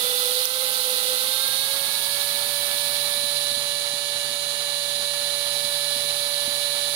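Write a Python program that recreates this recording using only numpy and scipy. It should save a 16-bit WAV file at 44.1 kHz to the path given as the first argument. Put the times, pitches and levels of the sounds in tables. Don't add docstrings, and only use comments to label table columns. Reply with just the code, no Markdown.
import sys
import numpy as np
from scipy import signal
from scipy.fft import rfft, irfft
from scipy.io import wavfile
from scipy.ndimage import uniform_filter1d

SR = 44100
rng = np.random.default_rng(int(sys.argv[2]) if len(sys.argv) > 2 else 0)


def dump_mix(stems):
    frames = np.atleast_2d(stems).T
    limited = np.clip(frames, -1, 1)
    pcm = np.round(limited * 32767).astype(np.int16)
    wavfile.write(sys.argv[1], SR, pcm)


N = 306495
T = np.arange(N) / SR
BINS = np.fft.rfftfreq(N, 1 / SR)


# time in seconds, level in dB.
SHAFT_HUM = [(0, -38), (.39, -34.5), (.46, -41), (.56, -36.5), (1, -36), (1.3, -39.5), (1.5, -46),
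             (1.65, -45.5), (1.73, -38.5), (1.82, -39), (1.9, -44.5), (2.15, -39), (2.6, -37), (3.1, -36),
             (4.3, -38), (5.3, -35.5), (6.95, -35.5)]
# whine pitch in Hz, level in dB outside the beam.
FAN_RESPONSE = [(3470, -27.5), (3555, -48), (3605, -43), (3650, -30), (3720, -28), (3850, -32),
                (3970, -35.5), (4015, -32)]
# multiple of the shaft rate, relative level in dB
# cutting, the same running free, change in dB when turned away, left port against right in dB.
GEAR_TONES = [(.25, -74, -52, -1, -5), (.773, -61, -56, 0, -2), (1.613, -46, -46, -5, -7),
              (1.75, -53, -58, 0, -5), (2, -51, -53, -1.5, -5), (2.08, -49.5, -66, 0, -3),
              (2.547, -50, -58, -4, 0), (3, -40, -42, -2, -1), (3.25, -70, -54, 0, 0),
              (3.32, -70, -58, 5, -9), (4, -51, -38.5, -3, -11), (4.03, -43, -58, 0, -11),
              (5, -62, -45, 7.5, -17), (5.5, -48, -44, -1, -12), (6, -44, -41, -4, -18),
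              (6.12, -60, -46, 0, -18), (6.5, -50, -42, -2, -24), (8.19, -41, -60, 0, -12)]

def motor(turns, speed, load, turned, fan_blades=7, resonance_hz=4280, width_hz=326):
    hum_db = curve(SHAFT_HUM) + 2 * np.sqrt(load) * wander(13)
    hum = tone(turns, hum_db, -5 + 4 * load, .05 + .1 * load, flutter_hz=35, lag=.8 - .6 * load)
    fan_db = np.interp(fan_blades * speed, *np.transpose(FAN_RESPONSE)) + 4 * facing(turned)
    whine = tone(fan_blades * turns, fan_db, left_db=-21, flutter=.1, flutter_hz=25)
    in_tune = np.exp(-((8 * speed - resonance_hz) / width_hz) ** 2)
    singing = tone(8 * turns + .25, -46.5 + 14.5 * in_tune, left_db=-11, flutter=.2, flutter_hz=25)
    lag = .36 + .58 * load ** 2
    gears = sum(partial(k * turns, blend_db(cut, free, load) + away * turned, left, 22, lag * k)
                for k, cut, free, away, left in GEAR_TONES)
    return hum + whine + singing + amp(-.7) * gears


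# offset in shaft rates,
# level in dB cutting, the same running free, turn at which it faces the microphone, dB lost per unit
# of turn from there, left port against right in dB.
WHISTLES = [(-1, -30.5, -29.5, 0, 7, -32), (0, -30.5, -31, 0.35, 8, -13.5),
            (1, -33.5, -29.5, 0.54, 11.5, -20)]
# offset in shaft rates, level in dB cutting, the same running free,
# change in dB when turned away, left port against right in dB.
SIDE_TONES = [(-5, -62, -52, 0, -17), (-4, -49, -51, 4, -18), (-2, -50, -47.5, 3, -16),
              (0.5, -54, -53, 3, -20), (2, -41, -41.5, -4.5, -21), (3, -43.5, -46.5, -5, -18),
              (5, -35, -35, -17, -20), (6, -55, -53, 2, -20), (7, -47, -45, -15, -22),
              (8, -45, -38.5, -15, -17), (10, -48, -44, -30, -29)]

def controller(turns, load, turned, switch_hz=9823):
    switching = np.cumsum(switch_hz + 2 * wander(1.2) + 2.5 * wander(25)) / SR
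    trio = np.zeros((2, N))
    for k, cut, free, aim, loss_db, left in WHISTLES:
        level_db = blend_db(cut, free - loss_db * abs(turned - aim), load)
        trio += tone(switching + k * turns + .17 * (k == 0), level_db, left, flutter=.075, flutter_hz=30)
    sides = sum(partial(switching + k * turns, blend_db(cut, free, load) + away * turned, left, 15)
                for k, cut, free, away, left in SIDE_TONES)
    return trio + sides


THROBS = [(.2267, .1), (.5, .075), (.7733, .085), (1, .075), (1.2267, .05), (1.7733, .04)]
# frequency in Hz, relative noise density in dB.
HOUSING_RING = [(1500, -102.5), (2400, -73), (3150, -63.5), (3450, -58), (4050, -54.5), (4300, -55.5),
                (4600, -60), (5500, -68.5), (6700, -71.5), (7500, -72.5), (8300, -68.5), (9000, -72.5),
                (16000, -93)]
CHURN_FREE = [(20, -105), (50, -91), (90, -76), (130, -78), (180, -83), (228, -74), (300, -83), (640, -75),
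              (830, -67), (1000, -75.5), (1320, -70), (1700, -75.5), (2100, -70), (3500, -89)]
CHURN_CUTTING = [(20, -106), (60, -90), (130, -82), (180, -85), (215, -76.5), (280, -89), (400, -80),
                 (640, -76.5), (830, -67), (1000, -81), (1320, -63.5), (1650, -78), (2000, -67),
                 (2400, -102), (3500, -82)]

def gearbox(turns, load, turned):
    throb = 1 + sum(np.sqrt(2) * depth * np.cos(2 * np.pi * (k * turns + rng.random()))
                    for k, depth in THROBS)
    swell_db = 1.43 * facing(turned)
    rattle_db = -1.35 + 1.5 * load - 2 * turned + swell_db + .76 * wander(39)
    rattle = noise(HOUSING_RING) * throb * amp(rattle_db)
    free = noise(CHURN_FREE) * np.sqrt(1 - load) * amp(2 - 3 * turned)
    cutting = noise(CHURN_CUTTING) * np.sqrt(load)
    return rattle + (free + cutting) * amp(1.32 * wander(17))


# frequency in Hz, relative noise density in dB.
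AIR_RUSH = [(500, -101), (1200, -89), (3000, -68), (6000, -74.5), (8000, -77), (9500, -69), (12500, -67.8),
            (15000, -69.5), (16000, -73)]
SIDE_HISS = [(5600, -93), (6700, -65), (7500, -88), (8300, -79), (9000, -102)]

def vents(load, turned):
    rush_db = 1.5 + 1.6 * load - 9.5 * turned
    return noise(AIR_RUSH) * amp(rush_db) + noise(SIDE_HISS) * turned


# frequency in Hz, relative noise density in dB.
SHAVING = [(100, -113), (215, -74.5), (280, -80), (400, -80.5), (520, -62), (700, -90), (1400, -87),
           (3500, -81.5), (6000, -98), (10000, -100), (12500, -116), (15500, -91)]

def blade(load):
    return noise(SHAVING, shadowed=False) * load * amp(2 * wander(4.4) + 2 * wander(160) - 1)


# start in seconds, peak in dB at the
SNAPS = [(.4463, -24, .1), (.4543, -8, .05), (.4550, -5.5, .65), (.4615, -12, 1), (1.131, -25, .3),
         (1.159, -24, .4), (1.467, -13, .15), (1.4795, -12, .1)]

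def snaps(bright_hz=13800, blade_hz=5350):
    out, t = np.zeros((2, N)), np.arange(2048) / SR
    bright_band = signal.butter(2, [bright_hz * .85, 15800], "band", fs=SR, output="sos")
    blade_band = signal.butter(1, [blade_hz * .93, blade_hz * 1.07], "band", fs=SR, output="sos")
    envelope = np.exp(-t / .0005) + amp(-23) * np.exp(-t / .006)
    for start, db, share in SNAPS:
        burst = rng.standard_normal((2, len(t))) * envelope
        bright = (1 - share) * signal.sosfilt(bright_band, burst)
        dull = 2 * share * signal.sosfilt(blade_band, burst)
        crack = bright + dull + .08 * burst
        crack /= abs(crack).max(axis=1, keepdims=True)
        add(out, start, amp([[db - 14 * share], [db]]) * crack)
    return out


# start in seconds, peak in dB at the right port.
KNOCKS = [(3.235, -35), (3.514, -36), (3.568, -33.5), (3.931, -35), (4.305, -39), (5.64, -35), (5.959, -33),
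          (6.477, -28)]
# frequency in Hz, relative level in dB.
GRIP_MODES = [(110, -7), (220, 0), (300, -5.5)]

def knocks(decay_s=.0086, rise_s=.0026):
    out, t = np.zeros((2, N)), np.arange(6000) / SR
    for start, db in KNOCKS:
        ring = sum(amp(level) * np.sin(2 * np.pi * (hz * t + rng.random())) for hz, level in GRIP_MODES)
        thump = ring * np.exp(-t / decay_s) * (1 - np.exp(-t / rise_s))
        add(out, start, amp([[db - 18], [db]]) * thump / abs(thump).max())
    return out


# frequency in Hz, left against right in dB.
LEFT_SHADOW = [(60, -2), (230, -5.5), (400, 0), (800, -6), (1300, -5), (1700, -11.5), (2400, -6),
               (3200, -14), (4100, -19.5), (5500, -10.5), (7000, -11), (9300, -12), (11000, -17.5),
               (15000, -16.5)]
# frequency in Hz, likeness from 0 to 1.
PORT_LIKENESS = [(50, 0.6), (250, 0.54), (800, 0.18), (2000, 0.79), (4000, 0.17), (15000, 0.1)]

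def noise(spectrum, shadowed=True, delay_s=.00026):
    right, other = rfft(rng.standard_normal((2, N))) * np.sqrt(SR / 2) * amp(across(spectrum))
    alike = np.clip(across(PORT_LIKENESS), 0, 1)
    left = alike * right + np.sqrt(1 - alike ** 2) * other
    if shadowed:
        left = left * amp(across(LEFT_SHADOW)) * np.exp(-2j * np.pi * BINS * delay_s)
    return irfft(np.array([left, right]), N)


def tone(turns, level_db, left_db, flutter, flutter_hz, lag=1.0):
    knots = np.arange(0, T[-1] + 1, 1 / flutter_hz / 2)
    swell, jitter = (flutter * np.interp(T, knots, v) for v in rng.standard_normal((2, len(knots))))
    size = np.sqrt(2) * amp(level_db) * (1 + swell)
    angle = 2 * np.pi * (turns % 1) + jitter
    return size * np.array([amp(left_db) * np.cos(angle - lag), np.cos(angle)])


def partial(turns, level_db, left_db, flutter_hz, lag=1):
    return tone(turns + rng.random(), level_db, left_db, .22, flutter_hz, lag)


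def blend_db(cut_db, free_db, load):
    bite = load ** .7
    return 20 * np.log10(bite * amp(cut_db) + (1 - bite) * amp(free_db))


def facing(turned, aim=.61, half_width=.62):
    return np.maximum(1 - abs(turned - aim) / half_width, 0)


def amp(db):
    return 10 ** (np.asarray(db) / 20)


def curve(rows):
    return np.interp(T, *np.transpose(rows))


def across(points):
    hz, value = np.transpose(points)
    return np.interp(np.log(BINS + 1), np.log(hz), value)


def wander(rate_hz):
    drift = irfft(rfft(rng.standard_normal(N)) / (1 + (BINS / rate_hz) ** 4), N)
    return drift / drift.std()


def add(mix, start, sound):
    part = mix[:, round(start * SR):][:, :sound.shape[1]]
    part += sound[:, :part.shape[1]]


# time in seconds, turns per second.
SHAFT_SPEED = [(0, 496), (.25, 496.6), (.57, 516), (.92, 507.5), (1.17, 508.7), (1.35, 526.3), (1.6, 543),
               (2, 562.7), (2.45, 571.2), (3, 573.6), (5.2, 573.6), (5.7, 574.4), (6.95, 574.2)]
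# time in seconds, turn from 0 (held up close) to 1 (lowered away).
TURNED_AWAY = [(0, 0), (2.85, 0.11), (3.35, 0.55), (3.9, 0.96), (4.5, 1), (5.1, 0.84), (5.7, 0.64),
               (6.95, 0.68)]

def scene(free_hz=574.4, cutting_hz=505):
    speed, turned = curve(SHAFT_SPEED), curve(TURNED_AWAY)
    load = np.clip((free_hz - speed) / (free_hz - cutting_hz), 0, 1)
    wobble_hz = (.478 + 1.268 * load) * wander(13.92)
    turns = np.cumsum(speed + wobble_hz) / SR
    tones = motor(turns, speed, load, turned) + controller(turns, load, turned)
    return tones + gearbox(turns, load, turned) + vents(load, turned) + blade(load) + snaps() + knocks()


def record(dry, limit_db=-6, recovery_db_per_s=16, edge_hz=15800):
    peak_db = 20 * np.log10(abs(dry).max(axis=0) + 1e-9)
    fall_db = T * recovery_db_per_s
    held_db = np.maximum.accumulate(peak_db + fall_db) - fall_db
    over_db = np.maximum(held_db - limit_db, 0)
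    ducked = dry / amp(uniform_filter1d(over_db, size=40))
    lowpass = signal.firwin(511, edge_hz, window=("kaiser", 9), fs=SR)
    return signal.oaconvolve(ducked, lowpass[None], "same", axes=1)


dry = scene()
out = record(dry)
dump_mix(out)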